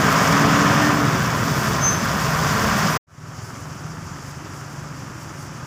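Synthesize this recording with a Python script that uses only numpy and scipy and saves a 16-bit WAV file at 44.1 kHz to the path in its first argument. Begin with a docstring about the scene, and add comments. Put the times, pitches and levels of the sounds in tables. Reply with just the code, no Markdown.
"""On a building site, between sheet-metal fences, a mobile crane runs its six-cylinder diesel.
Puffs of gas make the exhaust throb, each firing knocks the engine block, and cooling air hisses.
A pump drones under load, loose metal rattles and dry metal squeaks once, all heard from behind.
Near 3 s the sound breaks off and swells back, much quieter, heard from the side of the machine
as the engine gathers speed."""
import sys
import numpy as np
from scipy import signal
from scipy.fft import rfft, irfft, next_fast_len
from scipy.io import wavfile
from scipy.ndimage import uniform_filter1d

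SR = 44100
rng = np.random.default_rng(int(sys.argv[2]) if len(sys.argv) > 2 else 0)


def file_out(sig):
    """Save sig as 16-bit WAV at sys.argv[1]."""
    # one column per channel
    cols = np.atleast_2d(sig).T
    # limit, then scale
    lim = np.clip(cols, -1, 1)
    pcm = np.round(lim * 32767).astype(np.int16)
    wavfile.write(sys.argv[1], SR, pcm)


N = 249606
TIME = np.arange(N) / SR
BREAK_S, RETURN_S = 2.977, 3.068  # the sound breaks off, then fades in from the side


def from_db(db):
    """Turn decibels into a number to multiply by."""
    return 10 ** (np.asarray(db) / 20)


def rms_one(x):
    """Scale to an average strength (rms) of 1."""
    return x / np.sqrt(np.mean(x ** 2) + 1e-20)


def curve(rows):
    """Join (time, value) points with straight lines."""
    return np.interp(TIME, *np.transpose(rows))


def swing(rows):
    """A level curve as dB above or below its average before the break."""
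    db = curve(rows)
    return db - db[TIME < BREAK_S].mean()


def drift(rate):
    """A smooth random wobble of size about 1, changing about rate times a second."""
    memory = np.exp(-80 * np.pi * rate / SR)
    slow = signal.lfilter([1], [1, -2 * memory, memory ** 2], rng.standard_normal(N // 40 + 2002))[2000:]
    return np.interp(np.arange(N) / 40, np.arange(len(slow)), rms_one(slow))


def coloured(x, colour):
    """Shape the lows and highs of x by a table, falling steeply past its ends; rms 1."""
    size = next_fast_len(N + SR // 10)
    octave = np.log2(np.maximum(np.arange(size // 2 + 1) * SR / size, 1))
    hz, db = np.transpose(colour)
    octaves_outside = np.abs(octave - np.clip(octave, np.log2(hz[0]), np.log2(hz[-1])))
    gain = from_db(np.interp(octave, np.log2(hz), db) - 39 * octaves_outside)
    return rms_one(irfft(rfft(x, size) * gain, size)[:N])


def adjust_bass(x, db, below_hz=85):
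    """Turn the deepest rumble up or down."""
    bass = signal.sosfiltfilt(signal.butter(2, below_hz, fs=SR, output="sos"), x)
    return x + (from_db(db) - 1) * bass


def firings(cycle, uneven_db, jitter_s, cylinders=6):
    """Each cylinder fires once a cycle: a click, a little off in time and strength."""
    at = np.flatnonzero(np.diff(np.floor(cycle * cylinders)))
    timing, strength = rng.standard_normal((N // 100, 2))[:len(at)].T
    at += (jitter_s * SR * timing).astype(int)
    clicks = np.zeros(N)
    clicks[np.clip(at, 0, N - 1)] = from_db(uneven_db * strength)
    return clicks


def bursts(clicks, decay_s):
    """Each click lets go a short dying puff of noise; rms 1."""
    level = signal.lfilter([1], [1, -np.exp(-1 / (decay_s * SR))], clicks + 1e-12)
    return rms_one(level * rng.standard_normal(N))


def echoes(x, echo_db, fade_s, count=40):
    """Sound bounces off the ground, the machine and the fences; later echoes are weaker."""
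    delay_s = np.linspace(0, 1, count) ** 2 * .16 + rng.uniform(.002, .006, count)
    strength = rng.choice([-1, 1], count) * from_db(-60 * delay_s / fade_s)
    response = np.zeros(SR // 2)
    response[(delay_s * SR).astype(int)] = from_db(echo_db) * strength / np.linalg.norm(strength)
    response[0] = 1  # the direct sound
    return signal.fftconvolve(x, response)[:N]


def hiss(cycle, colour, tick_db, flutter_db):
    """Air rushes through the grille, with light ticks from the fuel injectors in it."""
    ticks = bursts(firings(cycle, uneven_db=3.5, jitter_s=.0013), decay_s=.0025)
    rush = echoes(rng.standard_normal(N) + from_db(tick_db) * ticks, echo_db=-14.5, fade_s=.075)
    return coloured(rush, colour) * from_db(flutter_db * drift(22))


def rattles(decay_s=.0055, band_hz=(4400, 9500)):
    """Loose metal chatters: each touch is a short bright burst."""
    # metal touches: (time [s], level [dB])
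    touches = [(.125, -25.5), (.232, -32), (.242, -35), (.323, -27)]
    level = sum(from_db(db) * (TIME >= s) * np.exp(-np.abs(TIME - s) / decay_s) for s, db in touches)
    band = signal.butter(1, band_hz, "band", fs=SR, output="sos")
    return level * rms_one(signal.sosfilt(band, rng.standard_normal(N)))


def squeak(full_at_s=1.842, hold_s=.051, pitch_hz=6200):
    """Dry metal slips and sings one high note: it builds, holds, stops and rings on faintly."""
    early_s = np.maximum(full_at_s - TIME, 0)
    late_s = np.maximum(TIME - full_at_s - hold_s, 0)
    stop_db, ring_db = -1500 * late_s, -13 - 110 * late_s
    db = -19.5 - 519 * early_s + np.maximum(stop_db, ring_db)
    phase = 2 * np.pi * np.cumsum(pitch_hz + 16 * drift(67)) / SR
    note = np.sin(phase) + from_db(-28) * np.sin(2 * phase)
    return echoes(np.sqrt(2) * from_db(db) * note, echo_db=-6.5, fade_s=.7)


def pump(growl_ratio=.79, gear_ratio=6.12):
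    """The hydraulic pump drones and growls, and its gears whine when it runs fastest."""
    # the drone as the pump takes up load and lets go: (time [s], pitch [Hz], level [dB])
    effort = [(0, 258.1, -34), (.25, 276, -27.5), (.6, 288, -22.5), (.73, 292, -30), (.85, 296.9, -22.3),
              (1.05, 289, -29), (1.2, 286, -37.5), (1.5, 281, -47)]
    hz = curve([(s, pitch) for s, pitch, _ in effort])
    db = curve([(s, level) for s, _, level in effort])
    phase = 2 * np.pi * np.cumsum(hz) / SR
    drone = from_db(db + 2.7 * drift(13)) * np.sin(phase + .45 * drift(12))
    growl = from_db(db - 5.5 + 1.9 * drift(6.6)) * np.sin(growl_ratio * phase + 1.6 * drift(14))
    whine_db = -29 + 1.4 * (hz - hz.max())
    whine = from_db(whine_db + 2.9 * drift(12)) * np.sin(gear_ratio * phase + .5 * drift(18))
    return np.sqrt(2) * (drone + growl + whine)


def pipe_hum(speed, pipe_notes, rough_db, wobble):
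    """Engine tones swell to a rough hum as they glide past the exhaust pipe's own notes."""
    cycle, hum = np.cumsum(speed) / SR, 0
    for hz, width_hz, db in pipe_notes:
        level = from_db(db + rough_db * drift(13))
        for multiple in hz // speed.max() + np.arange(3):
            closeness = 1 / (1 + (2 * (multiple * speed - hz) / width_hz) ** 2)
            hum += level * closeness * np.sin(2 * np.pi * multiple * cycle + wobble * drift(8.5))
    return np.sqrt(2) * hum


def clatter(cycle, colour, knock_db, uneven_db, decay_s):
    """Firing knocks and valve ticks shake the engine block above the steady rush of the fan."""
    knocks = from_db(knock_db) * bursts(firings(cycle, uneven_db, jitter_s=.0012), decay_s)
    fan = rng.standard_normal(N)
    return coloured(echoes(knocks + fan, echo_db=-13.5, fade_s=.3), colour)


def exhaust(cycle, colour, tones, tones_db, puff_db, throb_db, waver_db, scatter):
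    """Puffs and swirling gas surge once a cycle, over clean tones that follow the engine's turning."""
    surge = from_db(throb_db * np.cos(2 * np.pi * cycle + .18 * drift(4.9)))
    puffs = from_db(puff_db) * rms_one(firings(cycle, uneven_db=2.5, jitter_s=.0012))
    gas = coloured(surge * (rng.standard_normal(N) + puffs), colour)
    gas /= np.sqrt(uniform_filter1d(gas ** 2, SR // 9))  # every few cycles push out equal amounts of gas
    hum = 0
    for multiple, db in tones:  # with little scatter they peak together, which makes the chug
        level = from_db(db + waver_db * drift(1.4))
        hum += level * np.cos(2 * np.pi * multiple * cycle + scatter * drift(1.2))
    return rms_one(rms_one(gas) + from_db(tones_db) * rms_one(hum))


def engine_side(start_hz=18.2, target_hz=25.35, climb_s=.87):
    """Further off, beside the crane, the throb stands out as the engine speeds up ever more slowly."""
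    # tone colour of exhaust, block, air and highest hiss: (frequency [Hz], relative level [dB])
    gas_colour = [(15, -55), (25, -28), (32, -20), (59, -13), (76, -0.5), (150, 0), (225, -6.5), (291, -6),
                  (320, -21), (344, -30), (369, -16), (420, -20), (550, -32), (920, -120)]
    block_colour = [(200, -36), (340, -3.5), (370, -4), (438, -6.5), (486, -8), (518, -7.5), (575, -5),
                    (740, -6.5), (1210, -2), (1330, -2.5), (1740, -8), (1970, -12), (2760, -16.5),
                    (2910, -16.5), (4200, -25.5), (5460, -50), (9240, -120)]
    air_colour = [(2240, -20), (3800, -22.5), (4240, -11), (4620, -1), (5590, 2), (7130, -1), (7450, -3),
                  (8600, -22), (11200, -41), (18900, -120)]
    sizzle_colour = [(4710, -31), (8000, -0.5), (8750, -4), (10100, -4.5), (13300, -10), (14900, -6),
                     (15600, -10)]
    # clean exhaust tones: (multiple of the engine speed, relative level [dB])
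    tones = [(2, -9), (3, -16), (4, -2), (5, 5), (6, 2), (7, -14), (13, -18)]
    # notes the pipe rings at: (pitch [Hz], width [Hz], level [dB])
    pipe_notes = [(155.3, 17, -41.5), (317.6, 16, -53.5)]
    # brief swells of the highest hiss: (time [s], boost [dB])
    swishes = [(3.45, 4), (3.61, 4), (3.82, 1), (4.07, 2), (4.28, 4), (4.57, 3), (4.75, 2), (4.96, 0),
               (5.24, 4), (5.42, 5.5)]
    speed = target_hz - (target_hz - start_hz) * np.exp(-np.maximum(TIME - RETURN_S, 0) / climb_s)
    cycle = np.cumsum(speed) / SR
    swish_db = sum(db * np.exp(-((TIME - s) / .045) ** 2) for s, db in swishes)
    gas = exhaust(cycle, gas_colour, tones, tones_db=-4, puff_db=-5,
                  throb_db=2.5, waver_db=2, scatter=.54)
    return (from_db(-36) * gas
            + pipe_hum(speed, pipe_notes, rough_db=5.2, wobble=.25)
            + from_db(-39.5) * clatter(cycle, block_colour, knock_db=-5, uneven_db=2.5, decay_s=.0034)
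            + from_db(.42 * swish_db - 47.5) * hiss(cycle, air_colour, tick_db=-14, flutter_db=1)
            + from_db(swish_db - 56.5) * hiss(cycle, sizzle_colour, tick_db=-9, flutter_db=1))


def engine_rear():
    """Close behind the radiator grille, clatter, air and pipe hum all rise as the engine works harder."""
    # tone colour of exhaust, block, air and highest hiss: (frequency [Hz], relative level [dB])
    gas_colour = [(15, -58), (25, -31.5), (59, -6.5), (92, -5), (129, 0.5), (209, -3.5), (241, -6.5),
                  (352, -12.5), (420, -15.5), (550, -25.5), (920, -120)]
    block_colour = [(200, -27), (340, -20.5), (447, -4.5), (491, -10), (546, -4.5), (717, -4.5),
                    (849, -8.5), (1000, -1), (1200, -1), (1790, -6.5), (2050, -11), (2970, -17),
                    (3480, -18), (3940, -33), (4200, -22), (5460, -53), (9240, -120)]
    air_colour = [(2240, -13), (3800, -6.5), (4110, -11.5), (4730, -1.5), (5460, -0.5), (7150, -5),
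                  (8600, -19), (11200, -37), (18900, -120)]
    sizzle_colour = [(4710, -26), (8000, -2), (10600, -5), (12200, -3), (13600, -1.5), (14900, -4.5),
                     (15600, 4)]
    # clean exhaust tones: (multiple of the engine speed, relative level [dB])
    tones = [(3, -14), (4, -10.5), (5, -2.5), (6, -1.5), (7, 1), (9, -6), (18, -7), (24, -9)]
    # notes the pipe rings at: (pitch [Hz], width [Hz], level [dB])
    pipe_notes = [(158.6, 25, -32), (210.4, 21.6, -32)]
    # the engine slows under the pump and recovers: (time [s], speed [cycles/s])
    speeds = [(0, 22.5), (.3, 22.8), (.55, 22.7), (.75, 21.8), (1.2, 20.3), (1.5, 20.6), (1.8, 22.1),
              (2.3, 23), (2.95, 23.3)]
    # how hard the engine works, and how loud treble and exhaust are: (time [s], relative level [dB])
    load = [(0, -19), (0.2, -18), (0.85, -18.5), (0.97, -21.5), (1.5, -24.5), (1.65, -23.5), (2.0, -24.5),
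            (2.75, -20.5), (2.95, -23)]
    treble = [(0, -40), (0.25, -38), (0.45, -41.5), (0.85, -40.7), (0.95, -42.5), (1.35, -43),
              (1.65, -39.5), (1.85, -43.5), (2.35, -40), (2.95, -39.5)]
    gas_level = [(0, -21.5), (.2, -24), (.45, -20), (.78, -22), (.95, -21), (1.4, -23), (1.7, -23),
                 (2.15, -25.5), (2.65, -24), (2.95, -25)]
    # the deepest rumble thins under load: (time [s], boost [dB])
    bass = [(0, -5), (.9, -11), (1.4, -5.5), (2, 2), (2.5, 3.5), (2.95, 0)]
    speed, load_db, treble_db = curve(speeds), swing(load), swing(treble)
    cycle = np.cumsum(speed) / SR
    air_db = .48 * load_db + .58 * treble_db
    gas = exhaust(cycle, gas_colour, tones, tones_db=-9.5, puff_db=-3.5,
                  throb_db=1.2, waver_db=4.5, scatter=1.7)
    hum = pipe_hum(speed, pipe_notes, rough_db=3, wobble=.69)
    block = clatter(cycle, block_colour, knock_db=-4.5, uneven_db=2, decay_s=.0037)
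    return (from_db(curve(gas_level)) * adjust_bass(gas, curve(bass))
            + from_db(.96 * load_db) * hum
            + from_db(load_db - 21.5) * block
            + from_db(air_db - 31.5) * hiss(cycle, air_colour, tick_db=-5.5, flutter_db=-.74)
            + from_db(treble_db - 38) * hiss(cycle, sizzle_colour, tick_db=-11.5, flutter_db=.86))


def scene(fade_out_s=.009, fade_in_s=.31):
    """One engine heard from two places in turn, the same in both ears."""
    fade_out = np.clip((BREAK_S - TIME) / fade_out_s, 0, 1)
    fade_in = np.clip((TIME - RETURN_S) / fade_in_s, 0, 1) ** .87
    behind = engine_rear() + pump() + squeak() + rattles()
    return np.tile(fade_out * behind + fade_in * engine_side(), (2, 1))


def record(dry, cutoff_hz=15450):
    """The very highest sounds are cut off steeply."""
    return signal.sosfilt(signal.ellip(12, .1, 90, cutoff_hz, fs=SR, output="sos"), dry)


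dry = scene()
out = record(dry)
file_out(out)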